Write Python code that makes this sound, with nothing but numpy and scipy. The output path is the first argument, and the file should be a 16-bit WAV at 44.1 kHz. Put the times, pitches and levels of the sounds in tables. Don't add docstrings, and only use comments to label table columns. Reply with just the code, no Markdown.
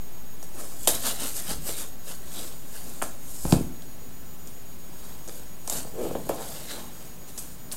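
import sys
import numpy as np
from scipy import signal
from scipy.fft import rfft, irfft, next_fast_len
from scipy.io import wavfile
from scipy.ndimage import uniform_filter1d, map_coordinates

SR = 44100
rng = np.random.default_rng(int(sys.argv[2]) if len(sys.argv) > 2 else 0)


def boost(x):
    u = np.asarray(x, float) / 20
    return 10 ** u


def dump_mix(stems):
    frames = np.atleast_2d(stems).T
    limited = np.clip(frames, -1, 1)
    pcm = np.round(limited * 32767).astype(np.int16)
    wavfile.write(sys.argv[1], SR, pcm)


N = 342419
TIME = np.arange(N) / SR
STEPS = np.arange(0, N + 32, 32) / SR


def unit(x):
    return x / np.sqrt(np.mean(x ** 2) + 1e-20)


def along(points, hz):
    f, value = np.transpose(points)
    return np.interp(np.log(hz + 1), np.log(f + 1), value)


def curves(rows):
    s, *columns = np.transpose(rows)
    return [np.interp(TIME, s, column) for column in columns]


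def wobble(rate):
    knots = rng.standard_normal(int(N * rate / SR) + 4)
    return map_coordinates(knots, [np.arange(N) * rate / SR])


def filtered(x, response):
    m = next_fast_len(N + SR // 2)
    return irfft(rfft(x, m) * response(np.fft.rfftfreq(m, 1 / SR)), m)[:N]


def modes(table, turn=-1):
    def response(f):
        total = 0
        for k, (centre, width, db) in enumerate(table):
            damping = 1j * f * width
            total = total + turn ** k * boost(db) * damping / (centre ** 2 - f ** 2 + damping)
        return total
    return response


def push(s, db, ms):
    force = np.zeros(N)
    shape = np.hanning(int(ms * SR / 1000) + 3)
    force[round(s * SR):][:len(shape)] = boost(db) * shape / shape.sum()
    return force


def summed(rest_db, parts):
    power = boost(rest_db) ** 2 + sum(part ** 2 for part in parts)
    return np.interp(TIME, STEPS, np.sqrt(power))


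def swell(s, length, db):
    edge_db, roundness = 12, 1.28
    rise_share = 0.44
    side = length * np.where(STEPS < s, rise_share, 1 - rise_share)
    return boost(db - edge_db * np.abs((STEPS - s) / side) ** roundness)


def settle(s, db, t60, attack):
    t = np.maximum(STEPS - s, 0)
    return boost(db - 60 * t / t60) * (1 - np.exp(-t / attack))


# (frequency [Hz], relative level per Hz [dB])
AIR = [(6, -26), (10, -3), (20, -15), (32, -21), (118, -18), (240, -22), (600, -28.5), (1270, -33.5),
       (2500, -37.5), (5300, -39.5), (8100, -38), (12000, -37.5), (15800, -34)]
# (frequency [Hz], typical sine amplitude [dB])
FAN_LINES = [(180, -56.5), (235, -60)]


def air():
    noise = unit(filtered(rng.standard_normal(N), lambda hz: boost(along(AIR, hz))))
    fan = 0
    for hz, db in FAN_LINES:
        level = boost(db + 2.1 * wobble(6.1))
        fan = fan + level * np.sin(2 * np.pi * hz * TIME + 0.26 * wobble(6.7))
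    return boost(-45.5) * noise + fan


def whine():
    line_hz, level_db = 6750.3, -53.5
    frame_s, read_from_s, read_for_s = 2 / 15, 0.12, 0.107
    reading = (TIME - read_from_s) % frame_s < read_for_s
    gate = uniform_filter1d(1.0 * reading, size=40)
    phase = 2 * np.pi * line_hz * TIME
    return gate * boost(level_db) * (np.sin(phase) + np.sin(2 * phase))


# (time [s], offset [full scale])
OFFSET = [(0, -.0537), (.86, -.0537), (.96, -.042), (3.5, -.042), (3.62, -.032), (5.95, -.032),
          (6.32, -.0176), (7.8, -.0176)]


def offset():
    return curves(OFFSET)[0]


# (frequency [Hz], width [Hz], level [dB])
BOX = [(232.7, 56, 9), (347, 107, 4.5), (431, 60, 5), (480, 51, 5), (540, 66, 2.5), (640, 82, 2),
       (838, 152, -1), (1078, 94, -2), (1300, 124, -4.5), (1712, 170, -5), (2360, 280, -6.5),
       (3280, 360, -4.5)]


def wall(hz, spread):
    return modes([(c, w, db - spread * abs(np.log2(c / hz))) for c, w, db in BOX])


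def grit(spiky_db, clump_db):
    return rng.standard_normal(N) * boost(spiky_db * wobble(900) + clump_db * wobble(60))


def patchy(x, depth_db):
    z = signal.stft(x, nperseg=512)[2]
    field = uniform_filter1d(rng.standard_normal(z.shape), size=3, axis=0)
    field = uniform_filter1d(field, size=16, axis=1)
    return unit(signal.istft(z * boost(depth_db * unit(field)), nperseg=512)[1][:N])


def tails(hits, under_db, t60):
    return [settle(s, db + under_db, t60, attack=0.002) for s, db, _ in hits]


# (loudest moment [s], length [s], tape hiss [dB],
# nail scrape relative to tape [dB], box body relative to tape [dB])
STROKES = [(0.606, 0.16, -42.5, -9.5, -0.5), (0.716, 0.4, -47, -11, -6), (0.846, 0.16, -39, -14, -11),
           (.888, 0.019, -29, 0, -7), (0.944, 0.15, -32.5, -6.5, -8.5), (1.076, 0.12, -27, -4.5, -6.5),
           (1.235, 0.16, -31, -4.5, -10.5), (1.378, 0.13, -31.5, -9.5, -15), (1.505, 0.12, -32.5, -5, -5),
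           (1.691, 0.13, -32.5, -6.5, -10), (1.796, 0.15, -35.5, -7, -7), (2.105, 0.13, -39.5, -5.5, -7.5),
           (2.39, .3, -39, -6.5, -6.5), (2.763, 0.13, -44.5, -6, -21), (2.87, 0.58, -45, -9.5, -6.5),
           (3.315, 0.18, -43.5, -14, -15), (3.432, 0.31, -38.5, -17.5, -23), (3.51, 0.072, -33.5, -20, -12),
           (5.07, 0.44, -50.5, -5.5, -2), (5.37, 0.25, -48.5, -10, -8), (5.757, 0.15, -31.5, -10.5, -8),
           (6.053, 0.25, -44.5, -9, 5.5), (6.5, 0.72, -42, -5, -5), (6.721, 0.11, -41, 1.5, -6),
           (6.792, 0.18, -49.5, -1.5, 6.5), (7.004, 0.31, -51, -7.5, -5), (7.293, 0.057, -46, -6, -18),
           (7.433, 0.26, -47, -12, -7), (7.732, 0.053, -43.5, -17, -1.5)]
# (frequency [Hz], relative level per Hz [dB])
TAPE = [(2650, -43), (4500, -8), (5510, -9), (5990, -7), (6490, -4.5), (8370, 0), (10400, -5), (11900, -2),
        (13700, -9), (16000, -21.5)]
# (frequency [Hz], width [Hz], relative level [dB])
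NAIL = [(1464, 590, -1.5), (2286, 240, -1.5), (2900, 980, -3), (3830, 445, 4), (4640, 1400, -3.5)]


def rubbing():
    tape_parts = [swell(s, n, db) for s, n, db, _, _ in STROKES] + tails(SNAPS, -29.5, t60=0.32)
    nail_parts = [swell(s, n, db + up) for s, n, db, up, _ in STROKES] + tails(SNAPS, -41, t60=0.32)
    box_parts = [swell(s, n, db + up) for s, n, db, _, up in STROKES] + tails(KNOCKS, -32, t60=0.26)
    tape = filtered(grit(spiky_db=2.5, clump_db=1.2), lambda hz: boost(along(TAPE, hz)))
    nail = filtered(grit(spiky_db=2.5, clump_db=1.5), modes(NAIL))
    box = filtered(grit(spiky_db=1.0, clump_db=0.5), wall(574, spread=4.5))
    tape = summed(-68, tape_parts) * patchy(tape, depth_db=2.1)
    nail = summed(-66.5, nail_parts) * patchy(nail, depth_db=3)
    box = summed(-57.5, box_parts) * patchy(box, depth_db=2.5)
    return tape + nail + box


# (time [s], sway level [dB], boom level [dB], t60 [s])
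JOLTS = [(.88, -42, -47.5, 1.7), (1.48, -30.5, -34.5, 0.62), (1.65, -46, -63, 2.2), (3.44, -23, -46, .6),
         (3.51, -30, -23, 0.62), (5.7, -45, -42, 1.5), (6.0, -45, -39.5, 2.3), (6.25, -40, -37, 0.55),
         (6.7, -62, -61, 1.8), (7.7, -52, -52, 1.2)]
# (frequency [Hz], width [Hz], level [dB])
SWAY = [(30, 21, -3.5), (51.6, 26, 2.5)]
# (frequency [Hz], width [Hz], level [dB])
DESK = [(118, 12.6, -3), (142, 16, 2.5), (170.5, 30, -0.5), (249, 51, -3), (324, 114, -11.5)]


def tremble():
    attack = 0.027
    sway_gain = summed(-55, [settle(s, db, t60, attack) for s, db, _, t60 in JOLTS])
    boom_gain = summed(-59, [settle(s, db, t60, attack) for s, _, db, t60 in JOLTS])
    sway = unit(filtered(rng.standard_normal(N), modes(SWAY)))
    boom = unit(filtered(rng.standard_normal(N), modes(DESK)))
    return sway_gain * sway + boom_gain * boom


# (time [s], level [dB], centre frequency [Hz])
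SNAPS = [(0.427, -19.5, 6360), (0.8731, 6, 8100), (0.874, 1, 3470), (0.88, 4.5, 10700), (0.886, -6, 11100),
         (3.021, -7, 8900), (3.0281, -15, 8560), (3.0324, -24, 8170), (3.0394, -15, 8180),
         (3.452, -22, 3460), (3.5074, -18, 5200), (3.5224, -2.5, 3960), (3.537, -15, 6970),
         (3.8204, -25.5, 3320), (4.4727, -19, 6700), (5.2769, -18.5, 7500), (5.2852, -19.5, 6900),
         (5.293, -22.5, 4300), (5.6752, -10, 7350), (5.6977, -4, 7200), (5.7067, -14, 9050),
         (5.7254, -11, 7300), (6.2905, -11.5, 13700), (6.455, -26, 5000), (7.377, -11, 6500),
         (7.3805, -16, 6500), (7.3862, -15, 10500), (7.3885, -13.5, 8000), (7.715, -14.5, 4300),
         (7.7186, -20, 4300), (7.722, -10, 9000), (7.7265, -13, 11000), (7.729, -16, 8800)]


def snaps():
    out = np.zeros(N + SR)
    t = np.arange(SR // 8) / SR
    f = np.fft.rfftfreq(len(t), 1 / SR)
    crack = 1.085 * boost(-60 * t / 0.013) * (1 - np.exp(-t / 0.001))
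    edges = f / (f + 3000) / (1 + (f / 13500) ** 8)
    for s, db, hz in SNAPS:
        damping = 1j * f * 1800
        colour = 0.23 + damping / (hz * hz - f * f + damping)
        film = unit(irfft(rfft(rng.standard_normal(len(t))) * colour * edges, len(t)))
        out[round(s * SR):][:len(t)] += boost(db - 10) * crack * film
    return out[:N]


# (time [s], level before force gain [dB], pitch of the struck wall [Hz])
KNOCKS = [(.427, -26.5, 597), (0.8736, -2.5, 640), (.891, -12.5, 523), (1.5, -41, 640), (1.689, -16.5, 540),
          (3.0169, -11, 1300), (3.019, -19.5, 650), (3.0221, -12.5, 660), (3.0235, -7, 1320),
          (3.038, -20, 1300), (3.4515, -12.5, 796), (3.5235, -2.5, 740), (3.538, -9, 506),
          (5.276, -24.5, 507), (5.286, -21.5, 450), (5.294, -26, 1500), (5.677, -18.5, 770),
          (5.698, -19, 770), (5.722, -19, 720), (5.76, -26, 720), (5.848, -22.5, 600), (5.871, -23, 590),
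          (6.1089, -11.5, 480), (6.133, -32, 480), (6.151, -7, 530), (6.197, -24, 416), (6.267, -23, 518.5),
          (6.293, -2.5, 550), (6.309, -11, 640), (7.379, -28, 620)]


def knocks():
    force_gain_db = 26
    out = 0
    for s, db, hz in KNOCKS:
        out = out + filtered(push(s, db + force_gain_db, ms=0.14), wall(hz, spread=10.2))
    return out


# (frequency [Hz], t60 [s])
ROOM = [(150, 0.41), (1000, 0.37), (10000, 0.31)]


def room(x):
    hz, t, z = signal.stft(rng.standard_normal(SR // 2), SR, nperseg=256)
    fade = boost(-60 * t / along(ROOM, hz)[:, None])
    tail = signal.istft(z * fade, SR, nperseg=256)[1]
    delayed = np.pad(x, (200, 0))
    return signal.fftconvolve(delayed, tail / np.linalg.norm(tail))[:N]


# (time [s], level before force gain [dB], contact time [ms])
THUMPS = [(3.452, -12.5, 2.4), (3.526, 2.5, 3.4), (3.537, -8, 3.9), (3.566, -11, 3.65), (3.609, -14, 2.2)]


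def thumps():
    force_gain_db, radiates_hz = 38, 75

    def response(f):
        radiation = (1j * f / (radiates_hz + 1j * f)) ** 2
        return modes(DESK, turn=1)(f) * radiation

    return boost(force_gain_db) * filtered(sum(push(*row) for row in THUMPS), response)


# (time [s], level [dB], typical slips per second [1/s],
# wall pitch share [0 low - 1 high])
DRAG = [(5.9, -90, 70, 0.34), (5.94, -44, 67, 0), (5.985, -35, 125, 0), (6.05, -28, 89, 0),
        (6.085, -31.5, 61, 0), (6.11, -90, 50, 0), (6.28, -90, 86, .4), (6.32, -46, 90, 0.23),
        (6.41, -38, 119, 0.81), (6.46, -51, 85, 0.99), (6.56, -94, 97, .9)]


def drag():
    db, rate, share = curves(DRAG)
    uneven_rate = rate * boost(0.8 * wobble(40))
    count = np.floor(np.cumsum(uneven_rate) / SR)
    slips = np.diff(count, prepend=0) * boost(2.3 * wobble(120))
    slips = slips + 0.0088 * rng.standard_normal(N)
    low = unit(filtered(slips, wall(448, spread=17.4)))
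    high = unit(filtered(slips, wall(713, spread=15)))
    return boost(db) * ((1 - share) * low + share * high)


def scene():
    impacts = snaps() + knocks() + drag() + thumps()
    return (impacts + boost(-8.0) * room(impacts) + tremble() + rubbing() + air())[None]


def low_pass(x):
    return signal.sosfilt(signal.butter(12, 16650, fs=SR, output="sos"), x)


def record(dry):
    lowpass_hz = 15830
    heard = filtered(dry[0] + whine(), lambda hz: hz < lowpass_hz)
    mix = (heard + offset())[None]
    return low_pass(mix)


dry = scene()
out = record(dry)
dump_mix(out)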